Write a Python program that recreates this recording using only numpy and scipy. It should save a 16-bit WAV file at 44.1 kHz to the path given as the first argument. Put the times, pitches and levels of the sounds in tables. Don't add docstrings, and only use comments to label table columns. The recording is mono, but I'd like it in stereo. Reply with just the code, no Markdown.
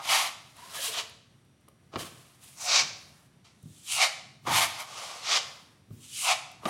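import sys
import numpy as np
from scipy import signal
from scipy.fft import rfft, irfft, next_fast_len
from scipy.io import wavfile
from scipy.ndimage import map_coordinates

SR = 44100
rng = np.random.default_rng(int(sys.argv[2]) if len(sys.argv) > 2 else 0)


def int16_out(signal):
    q = np.round(np.clip(np.atleast_2d(signal).T, -1, 1) * 32767)
    wavfile.write(sys.argv[1], SR, q.astype(np.int16))


N = 295029

# pitch_hz, level_db, t60_s
BLADE_MODES = [(460, -3, 0.036), (695, -5.5, 0.1), (898, -11, .08), (1099, 1.5, 0.089), (1206, -1, 0.14),
               (1280, -19.5, .07), (1770, -18, .04), (2365, -13, 0.1), (2920, -8, 0.085),
               (3150, -9.5, 0.034), (3800, -10.5, .03), (4600, -13, .03), (5810, -28, .03)]
# time_s, steel_db, board_db, rise_s, corner_db (re the main blow), drum_db
LANDINGS = [(1.68, -56, -55.5, 0.00063, -18.5, -80.5), (1.9576, -27, -34.5, .0005, -10.5, -46.5),
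            (2.818, -56.5, -36, 0.0042, -5.5, -51.5), (3.654, -66, -36, 0.0037, -1.5, -55.5),
            (4.473, -33, -47.5, .002, -12, -38), (5.905, -57.5, -32, 0.0015, -12, -51.5),
            (6.654, -21.5, -43.5, 0.00077, -21.5, -48)]


def amp(db):
    return 10 ** (np.asarray(db) / 20)


def unit(x):
    return x / np.sqrt(np.mean(x ** 2) + 1e-20)


def along(points, hz):
    freqs, values = np.transpose(points)
    return np.interp(np.log(hz + 1), np.log(freqs), values)


def wobble(rate):
    return map_coordinates(rng.standard_normal(int(N * rate / SR) + 4), [np.arange(N) * rate / SR])


def filtered(x, response):
    size = next_fast_len(N + SR // 2)
    return irfft(rfft(x, size) * response(np.fft.rfftfreq(size, 1 / SR)), size)[:N]


def noise(spectrum):
    return unit(filtered(rng.standard_normal(N), lambda hz: amp(along(spectrum, hz))))


def add(track, start_s, sound):
    part = track[round(start_s * SR):][:len(sound)]
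    part += sound[:len(part)]


def scrape(body_hz=1650, fizz_hz=7000):
    # full_pressure_s, swell_s, hold_s, rasp_db, change_db (over the hold),
    # body_db and fizz_db (both re the rasp), wedge_hz, grip
    strokes = [ (0.0, .02, 0.016, -44.5, -6, 11, -12.5, 1000, "firm"),
               (0.141, 0.091, .135, -18, -16.5, -5, -7, 960, "firm"),
               (0.419, .1, 0.15, -63, 2, -3, -3, 1000, "light"),
               (0.569, 0.022, 0.24, -55.5, 12, -1, -3.5, 990, "light"),
               (0.859, 0.14, 0.078, -29.5, -15, -12, -0.5, 1050, "light"),
               (0.984, 0.14, 0.017, -30.5, 1.5, -7, -13, 1000, "light"),
               (1.941, 0.023, .012, -50.5, 1.5, 7.5, -14.5, 1100, "low"),
               (2, .025, 0.12, -37.5, -18.5, -3, -3, 1010, "light"),
               (2.133, .05, 0.31, -58.5, -9, -2.5, -0.5, 960, "light"),
               (2.439, .045, 0.14, -54, -8, -8, 3.5, 950, "light"),
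               (2.623, 0.063, 0.19, -39, -7, -6.5, 3.5, 855, "steep"),
               (2.703, 0.056, 0.1, -21.5, 3.5, -10, -22, 850, "steep"),
               (2.995, 0.11, .27, -65, -5.5, 3, 2.5, 940, "light"),
               (3.449, .008, 0.12, -54.5, -16.5, -6.5, -10, 950, "low"),
               (3.81, 0.26, 0.058, -59, 7, -27, 4, 1100, "flat"),
               (3.924, .058, 0.059, -27, -5.5, -18, -.5, 985, "flat"),
               (4.026, .064, .022, -16, -2, -4.5, -12, 760, "flat"),
               (4.47, 0.01, 0.055, -34.5, 3, 6, -10.5, 900, "firm"),
               (4.555, 0.069, 0.085, -22.5, -.5, -3.5, -5, 850, "firm"),
               (4.679, 0.047, 0.11, -37.5, -8, -4.5, -12, 760, "firm"),
               (4.8, 0.039, 0.02, -37.5, -4, 1, -4.5, 770, "firm"),
               (5, 0.2, 0.45, -39, -13.5, -2, -6.5, 1030, "low"),
               (5.323, 0.084, 0.051, -20, -1, -11, -17.5, 1190, "low"),
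               (5.477, 0.077, 0.31, -58, -18, 6, -0.5, 1000, "light"),
               (6.053, 0.092, .06, -52, -32, -18, 3, 980, "flat"),
               (6.232, 0.14, 0.06, -31, -4.5, -39, 2, 935, "flat"),
               (6.298, 0.066, 0.025, -19.5, -1.5, -2, -12, 874, "flat"),
               (6.685, 0.057, .03, -40.5, -1.5, 9, -2, 800, "firm")]
    # freq_hz, level_db
    firm = [(180, -41.5), (300, -19.5), (493, -26), (622, -6), (825, 0), (1170, -0.5), (1630, -4.5),
            (2200, -1.5), (2630, -6), (3160, -3.5), (4120, -7), (6350, -9.5), (7620, -14), (11200, -15),
            (15800, -32)]
    light = [(180, -46), (300, -16.5), (331, -22), (447, -15), (510, -21), (676, -4), (812, -14.5),
             (1060, -7.5), (1470, -7), (1710, -1), (2350, -3), (3160, 0.5), (7250, -5), (10100, -5),
             (15800, -19)]
    steep = [(180, -38), (300, -35.5), (411, -42), (454, -13.5), (493, -36), (622, -15), (1330, -13.5),
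             (1400, -8.5), (1830, -13.5), (2270, -6), (3440, -11), (3730, -5.5), (5840, -3.5),
             (11500, -24.5), (15800, -35)]
    flat = [(180, -71), (300, -27), (385, -49.5), (493, -27.5), (723, -4.5), (785, -4.5), (853, -12),
            (958, -10), (1380, -3), (1580, -8), (2310, -0.5), (3490, -2.5), (3860, -0.5), (9770, -9.5),
            (15800, -31)]
    low = [(180, -52), (300, -17), (462, -12), (747, 1.5), (958, -4.5), (1020, -4), (1170, 2), (1770, -7),
           (2050, -3), (2390, -5.5), (3060, -6), (5650, -6), (10400, -18.5), (12500, -27), (15800, -38)]
    # colour, lift_db of the air wedge's resonances
    grips = dict(firm=(firm, 1.5), light=(light, 2.5), steep=(steep, 1.6),
                 flat=(flat, 6.8), low=(low, 2.1))
    drag = grit(grains_per_s=4500, grain_db=-2.5, judder_db=0.42)
    hz, t, spectrum = signal.stft(drag, SR, nperseg=512, noverlap=384)
    hz = hz[:, None] + 1
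    body = 1 / (1 + (hz / body_hz) ** 10)
    fizz = 1 / (1 + (fizz_hz / hz) ** 10)
    rasp = np.abs(1 - body - fizz)
    scoop_db = -5 * bell(hz, centre_hz=1620, octaves=0.2)
    power = np.zeros(spectrum.shape)
    for full_s, swell_s, hold_s, rasp_db, change_db, body_db, fizz_db, wedge_hz, grip in strokes:
        colour, lift_db = grips[grip]
        age = t - full_s
        level_db = rasp_db + pressure_db(age, swell_s, hold_s, change_db)
        on = level_db > -90
        tilt = np.clip(age[on] / (swell_s + hold_s), -1, 1)
        tone = amp(along(colour, hz) + lift_db * air_wedge(hz, wedge_hz, tilt) + scoop_db) ** 2
        for zone, zone_db in ((body, body_db), (rasp, 0), (fizz, fizz_db)):
            band = zone * tone
            power[:, on] += band / np.mean(band, axis=0) * amp(level_db[on] + zone_db) ** 2
    return signal.istft(spectrum * np.sqrt(power), SR, nperseg=512, noverlap=384)[1][:N]


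def grit(grains_per_s, grain_db, judder_db):
    grains = (rng.random(N) < grains_per_s / SR) * rng.standard_normal(N)
    smear = rng.standard_normal(N)
    judder = amp(judder_db * wobble(260) + 1.2 * wobble(45))
    return unit((smear + amp(grain_db) * unit(grains)) * judder)


def pressure_db(age, swell_s, hold_s, change_db, swell_db=21, lift_off_db_per_s=519):
    swell = swell_db * (np.maximum(-age, 0) / swell_s) ** 1.235
    hold = change_db * np.clip(age / hold_s, 0, 1)
    lift_off = lift_off_db_per_s * np.maximum(age - hold_s, 0)
    return hold - swell - lift_off


def bell(hz, centre_hz, octaves):
    return np.exp(-.5 * (np.log2(hz / centre_hz) / octaves) ** 2)


def air_wedge(hz, wedge_hz, tilt, fall_octaves=0.38, width_octaves=0.12):
    lower_hz = wedge_hz * 2 ** (-fall_octaves * tilt)
    upper_hz = 2.95 * lower_hz
    resonances = bell(hz, lower_hz, width_octaves) + bell(hz, upper_hz, width_octaves)
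    return resonances - bell(hz, 1.9 * lower_hz, width_octaves)


def blade_ring(drive):
    def resonance(hz, pitch_hz, t60_s):
        width_hz = np.log(1000) / (np.pi * t60_s)
        loss = 1j * hz * width_hz
        return loss / (pitch_hz ** 2 - hz ** 2 + loss)
    return filtered(drive, lambda hz: sum(amp(db) * resonance(hz, pitch_hz, t60_s)
                                          for pitch_hz, db, t60_s in BLADE_MODES))


def landings():
    # pitch_hz, level_db, t60_s
    board_modes = [(90, -11.5, 0.12), (110.4, -5.5, 0.37), (145.2, -3.5, 0.15), (188, -8.5, 0.051),
                   (207, -2.5, 0.12), (278, -13.5, 0.086), (359, -18, 0.039)]
    out, t = np.zeros(N), np.arange(SR // 3) / SR

    def burst(band_hz, level_db, t60_s):
        hiss = signal.lfilter(*signal.butter(3, band_hz, "band", fs=SR), rng.standard_normal(len(t)))
        return unit(hiss) * amp(level_db - 60 * t / t60_s)

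    for time_s, steel_db, board_db, edge_rise_s, corner_db, _ in LANDINGS:
        contacts = [(-.022, corner_db, .0025),
                    (0, 0, edge_rise_s),
                    (.0045, -5, edge_rise_s),
                    (.033, -13.5, edge_rise_s)]
        for delay_s, contact_db, rise_s in contacts:
            slap = burst(band_hz=(983, 4300), level_db=-4, t60_s=0.026)
            knock = burst(band_hz=(203, 623), level_db=0.5, t60_s=0.06)
            clack = struck(BLADE_MODES, t, attack_s=.0003, damping=2.8) + slap + knock
            thud = struck(board_modes, t, attack_s=.00085, damping=2.1)
            onset = 1 - np.exp(-(t / rise_s) ** 2)
            blow = amp(steel_db) * clack + amp(board_db) * thud
            add(out, time_s + delay_s, amp(contact_db) * onset * blow)
    return out


def struck(modes, t, attack_s, damping):
    ring = np.zeros(len(t))
    for pitch_hz, level_db, t60_s in modes:
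        decay = amp(level_db + rng.normal(0, 1.0) - 60 * damping * t / t60_s)
        ring += decay * np.sin(2 * np.pi * (pitch_hz * t + rng.random()))
    return ring * (1 - np.exp(-t / attack_s))


def drumming(delay_s=.025, rise_s=.023, fade_db_per_s=90.5):
    # freq_hz, level_db
    rumble_colour = [(30, -46), (60, -16), (100, 8), (200, -1.5), (350, -7), (550, -22), (900, -27.5)]
    push = np.zeros(N)
    for time_s, *_, drum_db in LANDINGS:
        age = np.arange(N) / SR - time_s - delay_s
        swell = np.exp(np.minimum(age, 0) / rise_s)
        push += swell * amp(drum_db - fade_db_per_s * np.maximum(age, 0))
    return amp(-1) * push * noise(rumble_colour)


def squeaks():
    # centre_s, pitch_hz, level_db, half_width_s
    notes = [(0.596, 987, -51, 0.016), (0.635, 982, -45.5, 0.02), (0.668, 1040, -55, 0.03),
             (0.785, 1703, -41, 0.02), (0.795, 540, -41, 0.0089), (0.894, 444.4, -44, 0.018),
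             (2.672, 726, -38.5, 0.04)]
    out, t = np.zeros(N), np.arange(N) / SR
    waver = .7 * wobble(240)
    for centre_s, pitch_hz, level_db, half_width_s in notes:
        on = np.abs(t - centre_s) < 2 * half_width_s
        envelope = amp(level_db) * np.exp(-2 * ((t[on] - centre_s) / half_width_s) ** 2)
        out[on] += envelope * np.sin(2 * np.pi * pitch_hz * t[on] + waver[on])
    return amp(1.5) * out


def bubble_pops(t60_s=.016):
    # start_s, level_db (the tick at 1.6847 s belongs to the blade's light tap)
    bubbles = [(0.5676, -40), (1.0964, -38.5), (1.45, -55.5), (1.6114, -55.5), (1.6847, -39), (2.3206, -50),
               (3.0025, -53), (3.6282, -42), (3.7823, -41), (6.5161, -38)]
    colour = [(300, -8.5), (2500, -5), (6000, -7.5), (10000, 6), (15000, -6)]  # freq_hz, gain_db
    out, t = np.zeros(N), np.arange(SR // 30) / SR
    for start_s, level_db in bubbles:
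        add(out, start_s, amp(level_db - 60 * t / t60_s) * rng.standard_normal(len(t)))
    return amp(-9) * filtered(out, lambda hz: amp(along(colour, hz)))


def room(x, predelay_s=.004):
    # freq_hz, t60_s
    decay_times = [(150, 0.25), (600, 0.75), (1400, 0.53), (3700, 0.62), (9000, 0.54), (15000, 0.28)]
    # freq_hz, wet_db
    tail_colour = [(150, -7), (450, -2.5), (750, -13.5), (1600, -5.5), (2300, -9), (5000, -9.5),
                   (9000, -10.5), (15000, -9.5)]
    hz, t, spectrum = signal.stft(rng.standard_normal(SR), SR, nperseg=256)
    t60_s = along(decay_times, hz)[:, None]
    decay = amp(-60 * t / t60_s) * np.sqrt(2 * np.log(1000) / (t60_s * SR))
    wet = amp(along(tail_colour, hz))[:, None]
    tail = signal.istft(spectrum * decay * wet, SR, nperseg=256)[1]
    return x + signal.fftconvolve(x, np.pad(tail, (round(predelay_s * SR), 0)))[:N]


def room_tone(murmur_db=-62):
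    # freq_hz, level_db
    vent_colour = [(20, -35), (45, -20), (80, -7), (125, -1.5), (190, -7), (300, -12), (450, -19),
                   (800, -23.5), (1200, -24.5), (2000, -26.5), (3500, -29.5), (7000, -36.5), (10000, -34),
                   (15800, -52.5)]
    # pitch_hz, rms_db
    tones = [(134.6, -75), (3601, -90), (5701, -86), (6002, -93), (8253, -90.5), (9001, -98.5)]
    t = np.arange(N) / SR
    whine = sum(np.sqrt(2) * amp(db) * np.sin(2 * np.pi * hz * t + .4 * wobble(5)) for hz, db in tones)
    murmur = amp(murmur_db + 1.2 * wobble(12)) * noise(vent_colour)
    return murmur + whine


def scene():
    rasp = amp(-3) * scrape()
    trowel = rasp + amp(-5) * blade_ring(rasp) + squeaks() + landings() + bubble_pops() + drumming()
    mono = room(trowel) + room_tone()
    return np.array([mono, mono])


def record(dry):
    low_cut_hz, top_hz = 52, 15900
    lean = signal.sosfilt(signal.butter(3, low_cut_hz, "high", fs=SR, output="sos"), dry)
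    return np.array([filtered(channel, lambda hz: hz < top_hz) for channel in lean])


dry = scene()
out = record(dry)
int16_out(out)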